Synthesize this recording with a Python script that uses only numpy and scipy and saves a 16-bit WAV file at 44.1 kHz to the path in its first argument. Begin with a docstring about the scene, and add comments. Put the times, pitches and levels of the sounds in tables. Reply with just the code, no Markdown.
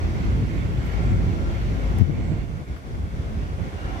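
"""On a hillside with trees above a town, far traffic roars softly over a heavy engine's drone.
A breeze hisses in the leaves and buffets the two microphone ports of a hand-held camera.
Around one second a far machine whines, fingers brush and tick on the case, dry leaves crackle
and a small bird calls faintly. At two seconds the strongest eddy hits the left port and ducks the
limiter; the bird calls again. The level dips briefly a few times, and one vehicle swells at the end."""
import sys
import numpy as np
from scipy import signal
from scipy.fft import rfft, irfft, next_fast_len
from scipy.io import wavfile
from scipy.ndimage import uniform_filter1d, minimum_filter1d, map_coordinates

SR = 44100
rng = np.random.default_rng(int(sys.argv[2]) if len(sys.argv) > 2 else 0)


def inscribe(sig):
    """Save sig as 16-bit PCM at rate SR to the path in sys.argv[1].

    A 1-D sig is mono; a 2-D sig holds one channel per row.
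    Samples are clipped to [-1, 1] before scaling.
    """
    pcm = np.round(np.clip(np.atleast_2d(sig).T, -1, 1) * 32767)
    wavfile.write(sys.argv[1], SR, pcm.astype(np.int16))


N = 176400
TIME_S = np.arange(N) / SR


def amp(db):
    """Decibels to gain."""
    return 10 ** (np.asarray(db) / 20)


def unit(x):
    """Scaled to rms 1."""
    return x / np.sqrt(np.mean(x ** 2) + 1e-20)


def along(points, hz):
    """Read (freq_hz, value) points on a log frequency axis."""
    freqs, values = np.transpose(points)
    return np.interp(np.log(hz + 1), np.log(freqs + 1), values)


def eq(points):
    """A frequency response through (freq_hz, gain_db) points."""
    return lambda hz: amp(along(points, hz))


def fader(rows):
    """One value per sample for each column after the time."""
    times, *columns = np.transpose(rows)
    return np.array([np.interp(TIME_S, times, column) for column in columns])


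def wobble(rate_hz):
    """A smooth random curve with rate_hz knots a second."""
    return map_coordinates(rng.standard_normal(SR // 10), [TIME_S * rate_hz + 2], mode="wrap")


def pan(pan_db):
    """Left and right gains; pan_db is always left minus right."""
    return amp(np.array([[.5], [-.5]]) * pan_db)


def filtered(x, response):
    """x shaped by a frequency response."""
    size = next_fast_len(N + SR // 2)
    return irfft(rfft(x, size) * response(np.fft.rfftfreq(size, 1 / SR)), size)[..., :N]


def noise(colour):
    """Steady coloured noise of rms 1, independent left and right."""
    return unit(filtered(rng.standard_normal((2, N)), colour))


# Stereo image of far sound at the two ports: freq_hz, correlation
FAR_IMAGE = [(200, 0.97), (400, 0.67), (720, 0.35), (900, -0.24), (1050, -0.0074), (1250, -0.79),
             (1700, -0.55), (2200, 0.44), (3000, -0.27), (3600, 0.16), (4700, -0.27), (5900, 0.35),
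             (6800, -0.12), (8000, -0.016)]

def rush(colour, patchy_db, image=FAR_IMAGE):
    """Coloured stereo noise of rms 1, its gain mottled over time and frequency."""
    spectra = signal.stft(rng.standard_normal((2, N)), nperseg=1024)[2]
    patches = uniform_filter1d(rng.standard_normal(spectra.shape[1:]), size=5, axis=0)
    patches = unit(uniform_filter1d(patches, size=12, axis=1))
    pair = signal.istft(spectra * amp(patchy_db * patches), nperseg=1024)[1][:, :N]
    spread = lambda hz: np.arccos(np.clip(along(image, hz), -1, 1)) / 2
    mid, side = filtered(pair, lambda hz: colour(hz) * [np.cos(spread(hz)), np.sin(spread(hz))])
    return unit(np.array([mid + side, mid - side]))


def whine(pitch_hz, half_width_hz, patchy_db):
    """A fuzzy tone made of narrow-band stereo noise."""
    return rush(lambda hz: 1 / (1 + ((hz - pitch_hz) / half_width_hz) ** 2), patchy_db)


# Ebb and flow of the traffic bed, before its trim: time_s, level_db
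TRAFFIC_FADER = [(0, -39.5), (.75, -44.5), (.95, -40), (1.2, -41), (2.0, -41), (2.4, -43.5), (2.47, -45),
                 (2.72, -43), (2.92, -44.5), (3.3, -43), (3.55, -43.5), (4, -42.5)]
# Dark tone of tyres on the road: freq_hz, gain_db
TRAFFIC_EQ = [(120, -8.5), (280, 1), (390, 2), (490, -3.5), (620, -4.5), (730, -5), (880, -7.5),
              (1100, -10), (1450, -7.5), (1750, -11.5), (2300, -14.5), (2700, -19), (3400, -18.5),
              (4000, -25), (4600, -23), (6200, -25.5), (8500, -42), (12000, -51), (15500, -52)]
# The roar leans left: freq_hz, pan_db
TRAFFIC_PAN = [(300, 2), (1200, 1), (2300, 1), (5000, 1), (8000, 0.5), (15000, 11.5)]

def traffic(trim_db=3):
    """The blended tyre roar of far roads."""
    roar = rush(eq(TRAFFIC_EQ), patchy_db=1.14)
    roar = filtered(roar, lambda hz: pan(along(TRAFFIC_PAN, hz)))
    return roar * amp(trim_db + fader(TRAFFIC_FADER) + 0.46 * wobble(14))


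# The heavy engine slowly sinks away: time_s, level_db
ENGINE_FADER = [(0, -25), (.6, -28.5), (1.1, -25.5), (1.8, -26), (2.05, -30.5), (2.35, -29), (2.5, -34),
                (2.85, -33), (3.05, -30.5), (3.6, -33.5), (4, -36)]
# Partials of its drone: pitch_hz, width_hz, gain_db, pan_db
ENGINE_PARTIALS = [(51.55, 12.6, 0.5, 0.5), (83, 11.7, -8.5, 7), (170.8, 5.7, -17.5, 7),
                   (341.2, 4, -19.5, 4), (541, 5.5, -25.5, 6)]

def engine(stereo_spread=0.73):
    """A far engine drones on a few unsteady partials that swell a little differently at each port."""
    def partials(hz):
        return sum(amp(db) * pan(pan_db) * np.exp(-((hz - pitch) / (.5 * width)) ** 2) / np.sqrt(width)
                   for pitch, width, db, pan_db in ENGINE_PARTIALS)
    drive = rng.standard_normal(N) + stereo_spread * rng.standard_normal((2, N))
    return unit(filtered(drive, partials)) * amp(fader(ENGINE_FADER))


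# The leaf hiss swells with the breeze, then drops suddenly near 2.43 s
# as the recorder turns it down: time_s, level_db
LEAVES_FADER = [(0, -51), (.24, -46), (.4, -48.5), (.77, -48), (.83, -46), (1.15, -49), (1.55, -48.5),
                (2.0, -49), (2.41, -46.5), (2.46, -54), (3.3, -56), (4, -53)]
# Airy tone of the leaves: freq_hz, gain_db
LEAVES_EQ = [(600, -1), (1200, 0.5), (1800, 0.5), (2230, -8), (2600, -1.5), (3400, -6.5), (3900, -10),
             (4500, -6.5), (5200, -26), (6200, -13), (6800, -27), (7500, -10.5), (8500, -41), (12000, -22),
             (15500, -46)]
# Where each band of their hiss sits: freq_hz, pan_db
FOLIAGE_PAN = [(1100, 3.5), (2100, -12), (3000, -8), (4000, -3.5), (7000, -2), (13000, 7)]

def leaves():
    """The breeze hisses in the leaves and sings unsteadily in the twigs to the right."""
    hiss = rush(eq(LEAVES_EQ), patchy_db=1.9)
    hiss = filtered(hiss, lambda hz: pan(along(FOLIAGE_PAN, hz)))
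    twigs = whine(pitch_hz=2170, half_width_hz=175, patchy_db=0) * pan(-9.5)
    twigs *= amp(-5.5 + 2.5 * wobble(8.3))
    return (hiss + twigs) * amp(fader(LEAVES_FADER) + 0.81 * wobble(18))


# Gusts on the ports: time_s, left_db, right_db
GUST_FADER = [(0, -27.5, -29.5), (.2, -24, -22), (.38, -22.5, -24.5), (.52, -26, -22.5), (.68, -24.5, -23),
              (.9, -26, -28), (1.1, -22.5, -23), (1.35, -27.5, -24.5), (1.55, -25, -27), (1.9, -23.5, -28),
              (2.08, -21.5, -25), (2.2, -20, -19.5), (2.38, -22, -18), (2.47, -30, -24.5),
              (2.72, -25, -28.5), (2.82, -29.5, -29.5), (2.96, -27.5, -27.5), (3.2, -29, -29),
              (3.37, -27, -25.5), (3.48, -31, -28.5), (3.62, -31.5, -25), (3.75, -35.5, -32),
              (4, -36, -29.5)]
# Deep body of the wind: freq_hz, gain_db
RUMBLE_EQ = [(20, -42), (33, -2), (48, -5.5), (62, -0.5), (82, -0.5), (110, -3), (150, -6), (220, -11.5),
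             (300, -25), (420, -31), (700, -37.5), (1500, -45), (4000, -100)]
# Low-mid flutter of finer turbulence: freq_hz, gain_db
FLUTTER_EQ = [(100, -34), (200, -2), (270, 0), (380, -8.5), (700, -17), (1500, -48), (4000, -80)]
# Stereo image of the wind: freq_hz, correlation
WIND_IMAGE = [(40, 0.63), (80, 0.49), (150, 0.39), (300, 0.35)]

def buffeting(lump_db=1.08, strong_gust_db=-21, flutter_growth=1.17):
    """Lumpy turbulence on each port; flutter grows faster than rumble, so strong gusts are brighter."""
    gust_db = fader(GUST_FADER)
    shared = wobble(21.98)
    per_port = np.array([wobble(29.98), wobble(29.86)])
    lumps = amp(lump_db * (shared + 0.39 * per_port))
    rumble = unit(lumps * rush(eq(RUMBLE_EQ), patchy_db=-0.57, image=WIND_IMAGE))
    flutter = unit(lumps * rush(eq(FLUTTER_EQ), patchy_db=1.5, image=WIND_IMAGE))
    flutter_db = -34.5 + flutter_growth * (gust_db - strong_gust_db)
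    return rumble * amp(gust_db) + flutter * amp(flutter_db)


# Bright noise floor: freq_hz, gain_db
MIC_HISS_EQ = [(2000, -4.5), (5000, 1), (8000, 2), (12000, -3), (13500, -5), (15500, -15)]

def mic_hiss():
    """The even hiss of the microphones, stronger on the left."""
    return amp(-61) * pan(3) * noise(eq(MIC_HISS_EQ))


# Single wind thumps: peak_s, left_db, right_db, pitch_hz, rise_and_fall_s
EDDY_THUMPS = [(.35, -16, -16, 69.4, 0.022), (.402, -25, -15.5, 134.5, 0.013),
               (.44, -16, -14.5, 103.4, .014), (.562, -26.5, -19.5, 148, 0.013),
               (1.005, -22, -13.5, 83.7, 0.013), (1.12, -17, -25, 120, 0.015),
               (1.289, -30, -14, 91.4, 0.019), (2.021, -0.6, -33, 90.6, 0.017),
               (2.097, -9.5, -27, 138, 0.014), (2.322, -28, -15.5, 154, .016), (2.54, -25, -23, 77, 0.0081),
               (2.713, -21.5, -20, 62.3, 0.027), (3.041, -21, -22, 61.5, .016),
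               (3.2, -20, -18, 66.7, 0.025), (3.372, -21.5, -18, 66, 0.019), (3.518, -23, -25, 62, .014),
               (3.618, -27, -16, 76.5, 0.0094), (3.676, -22.5, -31, 160, 0.0053),
               (3.748, -23, -27, 80, 0.0055), (3.854, -22, -25, 71, 0.0085)]

def eddies(sharpness=0.34, pitch_wander=0.198):
    """Each short whirl of air thumps the ports in a few pointed, uneven pushes."""
    out = np.zeros((2, N))
    whirl_s = np.cumsum(1 + pitch_wander * wobble(70)) / SR
    for peak_s, left_db, right_db, pitch_hz, rise_and_fall_s in EDDY_THUMPS:
        turn = np.exp(2j * np.pi * pitch_hz * (whirl_s - whirl_s[round(peak_s * SR)]))
        pushes = np.real(turn / (1 - sharpness * turn))  # harmonics sharpen each crest
        swell = np.exp(-np.abs(TIME_S - peak_s) / rise_and_fall_s)
        out += amp([[left_db], [right_db]]) * swell * pushes
    return out


# A far machine drifts in and out: time_s, level_db
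MACHINE_FADER = [(0, -67), (.7, -67), (.92, -49.5), (1.7, -55), (2.1, -61), (3.6, -74), (3.84, -57),
                 (4, -55)]

def machine():
    """A thin whine to the left that comes and goes on the wind."""
    tone = whine(pitch_hz=1358, half_width_hz=26, patchy_db=1.5)
    return tone * pan(6.5) * amp(fader(MACHINE_FADER))


# Soft finger strokes: peak_s, level_db, half_length_s
FINGER_BRUSHES = [(.862, -61, .012), (0.915, -66, .05), (1.995, -63, .01), (2.78, -65, 0.015)]
# Silky top of skin sliding on the case: freq_hz, gain_db
SKIN_EQ = [(4000, -17), (8000, -9), (12000, 5), (15500, 3)]
# Finger ticks: start_s, peak_db, pan_db
FINGER_TICKS = [(.866, -43, -5), (1.385, -48, -6), (1.62, -52, 7), (1.9862, -29.5, -5), (1.9945, -43, -2)]
# Crisp tone of the tapped case: freq_hz, gain_db
CASE_EQ = [(3000, -18), (6200, -1), (8000, -9), (10300, 1), (12000, -2), (15500, -15)]

def fingers(tick_decay_s=0.00053):
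    """Fingers brush softly and tick on the camera's case."""
    # One snap, built at 1 s and slid to each tick.
    snap = rng.standard_normal((2, N)) * (TIME_S >= 1) * np.exp(-np.abs(TIME_S - 1) / tick_decay_s)
    snap = filtered(snap, eq(CASE_EQ))
    snap /= np.abs(snap).max()
    ticks = sum(amp(db) * pan(pan_db) * np.roll(snap, round((start_s - 1) * SR), axis=1)
                for start_s, db, pan_db in FINGER_TICKS)
    strokes = sum(amp(db) * np.exp(-.5 * ((TIME_S - peak_s) / half_length_s) ** 2)
                  for peak_s, db, half_length_s in FINGER_BRUSHES)
    return ticks + strokes * pan(-4) * noise(eq(SKIN_EQ))


# Dry leaf accents: start_s, level_db, pan_db, decay_s
LEAF_CRACKLES = [(.932, -39, 2, 0.01), (.973, -47, -6, .012), (1.108, -45, 2, .005), (1.615, -43, 1, 0.022),
                 (2.764, -44, 4, .012)]
# Their papery midrange: freq_hz, gain_db
CRACKLE_EQ = [(700, -15), (1200, 5), (2200, 1), (3000, -3), (4500, -13), (8000, -29), (15500, -44)]

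def crackles():
    """Dry leaves crackle in the gusts, each a sudden burst that dies fast."""
    bursts = sum(amp(db) * pan(pan_db) * (TIME_S >= start_s) * np.exp(-np.abs(TIME_S - start_s) / decay_s)
                 for start_s, db, pan_db, decay_s in LEAF_CRACKLES)
    return bursts * noise(eq(CRACKLE_EQ))


# Two faint chirps: start_s, length_s, start_hz, end_hz, level_db
BIRD_CALLS = [(0.998, .14, 8260, 6960, -66), (2.2, 0.17, 7900, 7300, -63.5)]

def bird():
    """A small bird's thin falling calls, blurred by the trees."""
    out = np.zeros((2, N))
    for start_s, length_s, start_hz, end_hz, db in BIRD_CALLS:
        progress = np.clip((TIME_S - start_s) / length_s, 0, 1)
        phase = 2 * np.pi * np.cumsum(start_hz + (end_hz - start_hz) * progress) / SR
        blur = 2 * np.array([wobble(800), wobble(800)])
        out += amp(db) * np.sin(np.pi * progress) * np.sin(phase) * blur
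    return out


# Quick dips in the bass beds: centre_s, depth_db, half_length_s
LEVEL_DIPS = [(2.467, 5, 0.017), (2.659, 17, 0.012), (2.809, 11, 0.036), (3.103, 5.5, 0.016),
              (3.572, 9, .01), (3.708, 6, 0.012)]

def dips():
    """The level sinks briefly and comes back; gives the depth in dB at each sample."""
    return sum(depth_db * np.exp(-.5 * ((TIME_S - centre_s) / half_length_s) ** 2)
               for centre_s, depth_db, half_length_s in LEVEL_DIPS)


# The nearer vehicle's closing swell: time_s, level_db
VEHICLE_FADER = [(0, -66), (3.2, -58), (3.55, -51.5), (3.77, -44), (3.85, -39), (3.94, -40), (4, -37)]
# Resonances that colour its roar: pitch_hz, width_hz, gain_db
VEHICLE_RESONANCES = [(301, 20, 8.5), (496, 60, -0.5), (643, 58, -6), (775, 44, -6.5), (1000, 150, -6),
                      (1400, 180, -3), (1630, 160, -5.5), (2060, 200, -13), (2820, 340, -13),
                      (3500, 220, -20)]
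# Its tyres whine as it comes close: time_s, level_db
TYRE_FADER = [(3.1, -82), (3.76, -56), (3.85, -46), (3.93, -37), (4, -43)]

def vehicle(air_cutoff_hz=5200):
    """One vehicle draws nearer with a resonant roar and a tyre whine; the air takes its treble."""
    def colour(hz):
        power = sum(amp(db) ** 2 / (1 + ((hz ** 2 - pitch ** 2) / (hz * width + 1)) ** 2)
                    for pitch, width, db in VEHICLE_RESONANCES)
        return np.sqrt(power / (1 + (hz / air_cutoff_hz) ** 4))
    roar = rush(colour, patchy_db=3.5) * amp(fader(VEHICLE_FADER) + 1.1 * wobble(16))
    tyres = whine(pitch_hz=747, half_width_hz=98, patchy_db=3) * amp(fader(TYRE_FADER))
    return roar + tyres


def scene(low_cut_hz=34, far_dip_share=0.28):
    """The mix at the two ports; the microphones pass little of the bass below the low cut."""
    dip_db = dips()
    far = (traffic() + vehicle() + machine() + leaves()) * amp(-far_dip_share * dip_db)
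    bass = (engine() + buffeting()) * amp(-dip_db) + eddies()
    bass = filtered(bass, lambda hz: hz ** 4 / np.sqrt(hz ** 8 + low_cut_hz ** 8))
    return far + bass + crackles() + fingers() + bird() + mic_hiss()


def record(dry):
    """A limiter ducks at once and recovers slowly; nothing passes above the band limit."""
    ceiling, release_db_per_s, band_limit_hz = 0.95, 2, 15720
    over_db = np.maximum(20 * np.log10(np.abs(dry).max(axis=0) / ceiling + 1e-9), 0)
    release_db = release_db_per_s * TIME_S
    duck_db = np.maximum.accumulate(over_db + release_db) - release_db
    gain = uniform_filter1d(minimum_filter1d(amp(-duck_db), size=200), size=200)  # soft look-ahead
    return filtered(dry * gain, lambda hz: hz < band_limit_hz)


dry = scene()
out = record(dry)
inscribe(out)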